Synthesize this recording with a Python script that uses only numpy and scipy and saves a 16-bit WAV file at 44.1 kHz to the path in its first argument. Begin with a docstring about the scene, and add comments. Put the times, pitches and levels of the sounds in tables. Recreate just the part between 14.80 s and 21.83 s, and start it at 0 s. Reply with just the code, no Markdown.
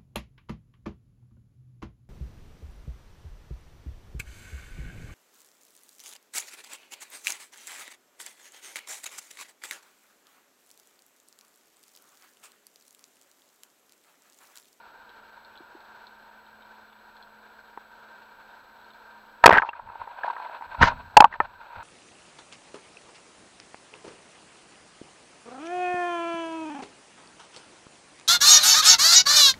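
"""Speargun shot over a reef

A camera in a plastic housing rides on a speargun. Countless far snaps merge into a hiss, near shrimp
ping in the housing's resonances, and a faint hum sits underneath. The gun fires at 4.6 s: the spear
grates along its track and the jolts overload the microphone, which clips and cuts out. Then water
rushes past the moving gun while line and hands rub and knock it."""
import sys
import numpy as np
from scipy import signal
from scipy.fft import rfft, irfft, next_fast_len
from scipy.io import wavfile
from scipy.ndimage import uniform_filter1d, map_coordinates

SR = 44100
rng = np.random.default_rng(int(sys.argv[2]) if len(sys.argv) > 2 else 0)


def store_pcm(level_fs):
    """Save levels as 16-bit WAV."""
    pcm = np.round(np.clip(level_fs, -1, 1) * 32767).astype(np.int16)
    wavfile.write(sys.argv[1], SR, np.atleast_2d(pcm).T)


N = 310023
TIME = np.arange(N) / SR


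def amp(db):
    return 10 ** (np.asarray(db) / 20)


def fader(rows):
    """A level in dB for every sample, gliding between (seconds, dB) points."""
    return np.interp(TIME, *np.transpose(rows))


def wobble(rate):
    """A smooth random curve through rate points a second."""
    return map_coordinates(rng.standard_normal(int(N * rate / SR) + 4), [TIME * rate])


def filtered(x, response):
    """Shape a track with a gain given as a function of frequency."""
    size = next_fast_len(N + SR // 2)
    return irfft(rfft(x, size) * response(np.fft.rfftfreq(size, 1 / SR)), size)[:N]


def rush(spectrum, peaks=(), lumps_db=0):
    """Noise of rms 1 with a (Hz, dB) colour and narrow peaks, roughened by lumps_db."""
    points_hz, points_db = np.transpose(spectrum)

    def colour(hz):
        peaks_db = sum(db / (1 + (2 * (hz - centre) / width) ** 2) for centre, width, db in peaks)
        return amp(np.interp(np.log(hz + 1), np.log(points_hz + 1), points_db) + peaks_db)

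    noise = filtered(rng.standard_normal(N) * amp(lumps_db), colour)
    return noise / np.sqrt(np.mean(noise ** 2) + 1e-20)


def swells(events, rise_s, fall_s=None):
    """Gain that rises to each event, holds and falls; rise and fall are times for 60 dB."""
    gain = np.zeros(N)
    for start, db, hold, *own_fall in events:
        before = (start - TIME) / rise_s
        after = (TIME - start - hold) / (fall_s or own_fall[0])
        gain += amp(db - 60 * np.maximum(np.maximum(before, after), 0))
    return gain


def add(track, start, sound):
    """Mix a sound into a track at start seconds."""
    part = track[round(start * SR):][:len(sound)]
    part += sound[:len(part)]


# The sea's hiss through the housing. Each row: frequency in Hz, relative level in dB.
HISS_COLOUR = [(150, -50.5), (250, -18.5), (429, -13.5), (474, -10), (524, -11.5), (815, -8), (926, -3.5),
               (1110, -12), (1590, -7), (2000, -21.5), (2370, -19), (3100, -23), (4180, -20.5), (4960, -31),
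               (7500, -39.5), (9750, -83), (16500, -120)]
# The housing's resonances. Each row: centre in Hz, width in Hz, boost in dB.
HOUSING_PEAKS = [(944, 85, 6), (1398, 120, 6), (1555, 76, 7.5), (2330, 90, 4), (4180, 130, 3.5)]
# The low bed of water on the housing. Each row: frequency in Hz, relative level in dB.
RUMBLE_COLOUR = [(12, -52), (20, -11), (44, -14.5), (184, -19.5), (218, -13), (300, -21.5), (390, -67),
                 (660, -120)]
def sea():
    """Countless far snaps merge into a hiss; water pushing the housing adds a rumble."""
    flicker_db = wobble(5.6) + 0.99 * wobble(63)
    hiss = amp(-52) * rush(HISS_COLOUR, HOUSING_PEAKS, flicker_db)
    return hiss + amp(-72.5) * rush(RUMBLE_COLOUR)


# The hum's fader ride. Each row: time in seconds, rms level in dB.
HUM_LEVELS = [(0, -77.5), (1.15, -74.5), (1.3, -68.5), (4.6, -71), (4.7, -86), (7.03, -100)]
def hum(hz=215.3):
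    """A faint wavering tone that drops away at the shot."""
    level_db = fader(HUM_LEVELS) + 1.5 * wobble(5.4)
    return amp(level_db) * np.sqrt(2) * np.sin(2 * np.pi * hz * TIME)


# The nearest shrimp. Each row: start in seconds, level in dB, pitch in Hz.
NEAR_SNAPS = [(0.2929, -45, 3950), (0.6484, -43.5, 4200), (0.756, -44, 3430), (0.7753, -39, 3970),
              (1.005, -50, 4260), (1.2567, -55, 4060), (1.2692, -39, 4170), (1.665, -50, 3720),
              (1.8229, -46, 3730), (2.1287, -49, 3460), (2.3677, -45, 4150), (2.426, -41, 4150),
              (3.7036, -49, 3690), (4.0449, -48, 4190), (4.1047, -45, 3680), (4.1352, -48, 4170)]
def shrimp(far_count=24, ring_s=0.013, echo_s=0.008, echo_db=-7):
    """Each snap is a short two-tone ping with a second just behind; farther shrimp snap at random."""
    out, t = np.zeros(N), np.arange(SR // 50) / SR
    far = rng.uniform((0, -56, 3500), (N / SR, -51, 4300), (far_count, 3))
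    for start, db, hz in [*NEAR_SNAPS, *far]:
        lower_hz = rng.uniform(0.83, 0.91) * hz
        ping = np.sin(2 * np.pi * hz * t) + 0.71 * np.sin(2 * np.pi * lower_hz * t)
        ping *= (1 - np.exp(-t / 0.00032)) * amp(-60 * t / ring_s)
        add(out, start, amp(db) * ping)
        add(out, start + echo_s, amp(db + echo_db) * ping)
    return out


# The gun's ringing modes. Each row: pitch in Hz, level in dB, seconds to fade 60 dB.
GUN_MODES = [(345, -16.5, 0.037), (600, -16.5, 0.14), (856.6, -4, 0.071), (936.3, 9, 0.029),
             (1050, 3, 0.024), (1281, -1, 0.044), (1571, 8.5, 0.019), (1790, -4.5, 0.042),
             (2380, -5, 0.054), (2720, -6, 0.032), (3170, -31, 0.02), (4030, 0.5, 0.021)]
def gun_ring(centre_hz, spread, contact_s, grip_s=0.11, attack_s=0.0003):
    """A rough contact shakes the modes near centre_hz; the ring comes out with a peak of 1."""
    t = np.arange(SR // 10) / SR
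    ring = np.zeros(len(t))
    for hz, db, fade_s in GUN_MODES:
        mode_db = db + rng.normal(0, 4.9) - 10 * (np.log2(hz / centre_hz) / spread) ** 2
        ring += amp(mode_db - 60 * t / fade_s) * np.sin(2 * np.pi * hz * t)
    ring *= amp(-60 * t / grip_s) * (1 - np.exp(-t / attack_s))  # hand and water damp every mode
    slips = np.zeros(SR // 50)  # the contact is a handful of small slips
    count = len(slips[::19])
    slips[::19] = rng.uniform(0.29, 1, count) * rng.choice([-1, 1], count)
    ring = signal.fftconvolve(ring, slips[:round(contact_s * SR) + 1])
    low_cut = signal.butter(2, centre_hz / 2 ** (1.2 * spread), "high", fs=SR, output="sos")
    ring = signal.sosfilt(low_cut, ring)
    return ring / np.max(np.abs(ring))


# Spear, line, tackle and hands striking the gun. Each row: start in seconds, level in dB,
# centre pitch in Hz, spread in octaves, contact time in seconds.
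BLOWS = [(0.803, -39, 304, 0.69, .004), (0.948, -36.5, 328, 0.7, .004), (2.975, -24, 800, 1.5, .0003),
         (4.6395, 7.5, 1310, 0.85, .0036), (4.659, 21, 1300, 1.1, .0068), (4.6781, 11.5, 1310, 1.5, .004),
         (4.6923, 13, 1200, 1.5, .005), (4.7074, 7.5, 1400, 1.5, .001), (4.7119, 8.5, 1400, 0.56, .006),
         (4.728, 10, 1200, 1, .006), (4.739, 6, 1400, 0.67, .0026), (4.746, 8, 1410, 0.6, .01),
         (4.758, 10.5, 1400, 0.52, .003), (4.7678, 6.5, 1390, 1.2, .004), (4.7748, 8, 1430, 0.94, .002),
         (4.7815, 12, 1490, 0.49, .004), (4.795, 2.5, 1530, 0.92, .004), (4.82, 2.5, 1440, 0.47, .004),
         (4.831, -2, 900, 0.7, .004), (4.847, -8, 807, 0.48, .004), (4.888, -7, 950, .6, .004),
         (4.891, -8, 3200, .17, .002), (4.931, -16, 1500, 0.49, .004), (4.992, -19, 923, 0.33, .01),
         (5.086, -27.5, 1390, 0.63, .004), (5.154, -24, 955, 0.55, .004), (5.215, -20, 884, 0.8, .004),
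         (5.273, -25.5, 915, 0.68, .004), (5.434, -16, 1385, 0.23, .004), (5.443, -17, 960, 0.82, .004),
         (5.478, -16, 939, 0.46, .004), (5.5, -16, 940, 0.29, .004), (5.564, -23.5, 1350, 0.49, .004),
         (5.599, -23.5, 939, 0.6, .004), (5.822, -24, 800, 0.89, .002), (5.944, -29, 950, .4, .008),
         (6.013, -7, 1500, 0.91, .005), (6.0251, 2, 1840, 0.29, .0027), (6.033, 7, 1000, 1.3, .002),
         (6.12, -22, 1130, 1, .004), (6.34, -34, 893, 0.8, .004), (6.368, 17, 866, .5, .009),
         (6.404, 18, 880, 0.45, .004), (6.422, 6, 850, .3, .003), (6.442, 13, 860, 0.26, .004),
         (6.452, 1.5, 825, 0.3, .0038), (6.526, -15.5, 1480, 0.53, .004), (6.539, -13.5, 1520, 0.62, .004),
         (6.6026, 4, 1000, 1.3, .0004)]
def knocks(tick_count=10, thud_hz=480, soft_hz=2200, hard_hz=12700, hard_db=12):
    """Each blow rings the gun over a dull thud; only the heaviest keep their bright top."""
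    out, t = np.zeros(N), np.arange(SR // 10) / SR
    # After the shot the loose line ticks on the barrel at random.
    ticks = [(start, db, 940, 0.6, 0.004)
             for start, db in rng.uniform((4.6, -31), (5.98, -26), (tick_count, 2))]
    for start, db, centre_hz, spread, contact_s in [*BLOWS, *ticks]:
        blow = gun_ring(centre_hz, spread, contact_s)
        thud_db = -24 + 14 * spread  # broader blows carry more weight
        add(blow, 0, amp(thud_db - 60 * t / 0.011) * np.sin(2 * np.pi * thud_hz * t))
        # The low-pass opens steeply, passing hard_hz at hard_db.
        cutoff_hz = soft_hz + (hard_hz - soft_hz) * np.exp((db - hard_db) / 0.5)
        pole = np.exp(-2 * np.pi * cutoff_hz / SR)
        add(out, start, amp(db) * signal.lfilter([(1 - pole) ** 2], [1, -2 * pole, pole ** 2], blow))
    # The stiff gun passes no slow push on to the housing.
    return filtered(out, lambda hz: (1j * hz / (230 + 1j * hz)) ** 2)


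# Water rubbing the moving gun. Each row: time in seconds, level in dB.
FLOW_LEVELS = [(4.63, -91.5), (4.9, -42.5), (5.18, -44), (5.4, -40.5), (5.85, -43), (5.98, -37.5),
               (6.2, -48), (6.36, -64.5), (6.62, -51), (6.86, -44.5), (7.03, -38)]
# Line or glove sliding along the gun. Each row: start in seconds, level in dB, hold in seconds,
# seconds to fade 60 dB.
RUB_STROKES = [(4.645, -31.5, .015, .1), (4.79, -24, .02, .25), (4.87, -34, .02, .08),
               (5.44, -46, 0.083, .1), (6.023, -18, .061, .04), (6.09, -34, .02, .15),
               (6.39, -29.5, 0.071, .1), (6.52, -31, .035, .06), (6.61, -37, .045, .06)]
# The body of a gentle rub. Each row: frequency in Hz, relative level in dB.
RUB_COLOUR = [(150, -54), (250, -40.5), (449, -28.5), (601, -16), (784, -15.5), (945, -6.5), (1180, -19.5),
              (1550, -17.5), (1910, -29.5), (2530, -24.5), (3050, -34), (4300, -33), (6000, -81),
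              (7800, -91.5), (13200, -120)]
# The scratch of a hard rub. Each row: frequency in Hz, relative level in dB.
SCRATCH_COLOUR = [(1060, -13.5), (1800, -0.5), (2760, -12), (4190, -17), (4760, -15.5), (6660, -25),
                  (8900, -52), (13000, -48.5), (15800, -61.5)]
def rubbing(full_scratch_db=-13.5):
    """Water, line and glove rub the gun in quick lumps; the harder the rub, the scratchier."""
    gain = amp(fader(FLOW_LEVELS)) + swells(RUB_STROKES, rise_s=0.06)
    lumps_db = 3 * wobble(120) + 3.2 * wobble(26)
    body = rush(RUB_COLOUR, HOUSING_PEAKS[:3], lumps_db)
    scratch = rush(SCRATCH_COLOUR, lumps_db=lumps_db)
    scratch_share = amp(-4) * np.minimum(gain / amp(full_scratch_db), 1) ** 0.89
    return gain * (body + scratch_share * scratch)


# Bursts of metal on metal. Each row: start in seconds, level in dB, hold in seconds.
GRATE_BURSTS = [(4.64, -6, .003), (4.66, -8, .125), (6.033, -3, .002)]
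# The tone of the grating. Each row: frequency in Hz, relative level in dB.
GRATE_COLOUR = [(350, -36), (600, -6), (856, -2), (1130, -6), (1540, -1), (5580, -36), (9000, -60),
                (15800, -48)]
def spear():
    """The shaft grates along its track in a bright crackle that starts and stops short."""
    crackle = rush(GRATE_COLOUR, lumps_db=5 * wobble(400) + 3 * wobble(90))
    return swells(GRATE_BURSTS, rise_s=0.006, fall_s=0.006) * crackle


# Jolts of the gun. Each row: start in seconds, level in dB, hold in seconds.
JOLTS = [(4.66, -39, .14), (5.03, -55, .07), (5.2, -60, .04), (5.87, -62, .06), (6.012, -21, 0.024),
         (6.39, -38.5, 0.093), (6.605, -41, 0.0087), (6.97, -54, .04)]
# The deep whoosh of shoved water. Each row: frequency in Hz, relative level in dB.
SURGE_COLOUR = [(12, -51.5), (20, 5.5), (54, -2.5), (97, 3), (118, -7.5), (152, -10.5), (188, -8.5),
                (260, -10), (340, -45.5), (570, -120)]
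def surges(rise_s=0.064, thump_hz=90, thump_s=0.12):
    """Each jolt thumps the housing, shoves water against it and leaves a swirling wake."""
    shove = swells(JOLTS, rise_s, fall_s=0.1)
    wake = amp(-13) * swells(JOLTS, rise_s, fall_s=0.81)
    thumps, t = np.zeros(N), np.arange(SR // 4) / SR
    for start, db, _ in JOLTS:
        add(thumps, start, amp(db + 5 - 60 * t / thump_s) * np.sin(2 * np.pi * thump_hz * t))
    return (shove + wake) * rush(SURGE_COLOUR) + thumps


def scene():
    """The reef bed and the gun, mixed in mono at the microphone."""
    return (sea() + hum() + shrimp() + knocks() + rubbing() + spear() + surges())[None]


# Moments when the overloaded microphone goes dead. Each row: start in seconds, length in seconds.
DROPOUTS = [(4.6682, 0.0081), (4.6816, 0.011), (4.6972, .0088), (4.722, 0.0045), (4.734, 0.0033),
            (4.743, .002), (4.7603, .003), (4.778, 0.0036), (6.0348, .0043)]
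def microphone(x, jerk_db=-7.5, jerk_hz=220):
    """While cut out, it passes almost nothing but the jerk of its membrane settling."""
    gate, jerks, t = np.ones(N), np.zeros(N), np.arange(SR // 50) / SR
    jerk = -amp(jerk_db) * np.exp(-t / 0.0014) * np.sin(2 * np.pi * jerk_hz * t)
    for start, length in DROPOUTS:
        gate[round(start * SR):round((start + length) * SR)] = 0.0078
        add(jerks, start, jerk)
    return x * uniform_filter1d(gate, size=9) + jerks


# The camera's own hiss. Each row: frequency in Hz, relative level in dB.
CIRCUIT_COLOUR = [(4820, -36.5), (8200, -17), (8270, -30), (9000, -29), (10700, -12.5), (13300, -4.5),
                  (14700, -4.5), (15800, -14.5)]
def record(dry, whistle_hz=7865, max_duck_db=17, recovery_s=0.2, top_hz=16000):
    """The camera adds hiss and a thin whistle, ducks after overloads, clips and cuts the extreme top."""
    hiss = amp(-75.5) * rush(CIRCUIT_COLOUR)
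    whistle = amp(-79) * np.sqrt(2) * np.sin(2 * np.pi * whistle_hz * TIME)
    x = microphone(dry[0]) + hiss + whistle
    excess = np.clip(np.abs(dry[0]) - 0.45, 0, 0.6)
    pole = np.exp(-1 / (recovery_s * SR))
    overload = signal.lfilter([1 - pole], [1, -pole], excess)
    x *= amp(-max_duck_db * np.tanh(overload / 0.1))
    x /= (1 + np.abs(x) ** 8) ** (1 / 8)  # soft clip
    x = filtered(x, lambda hz: np.clip((top_hz - hz) / 200, 0, 1))
    return np.clip(x, -1, 1)[None]


dry = scene()
out = record(dry)
store_pcm(out)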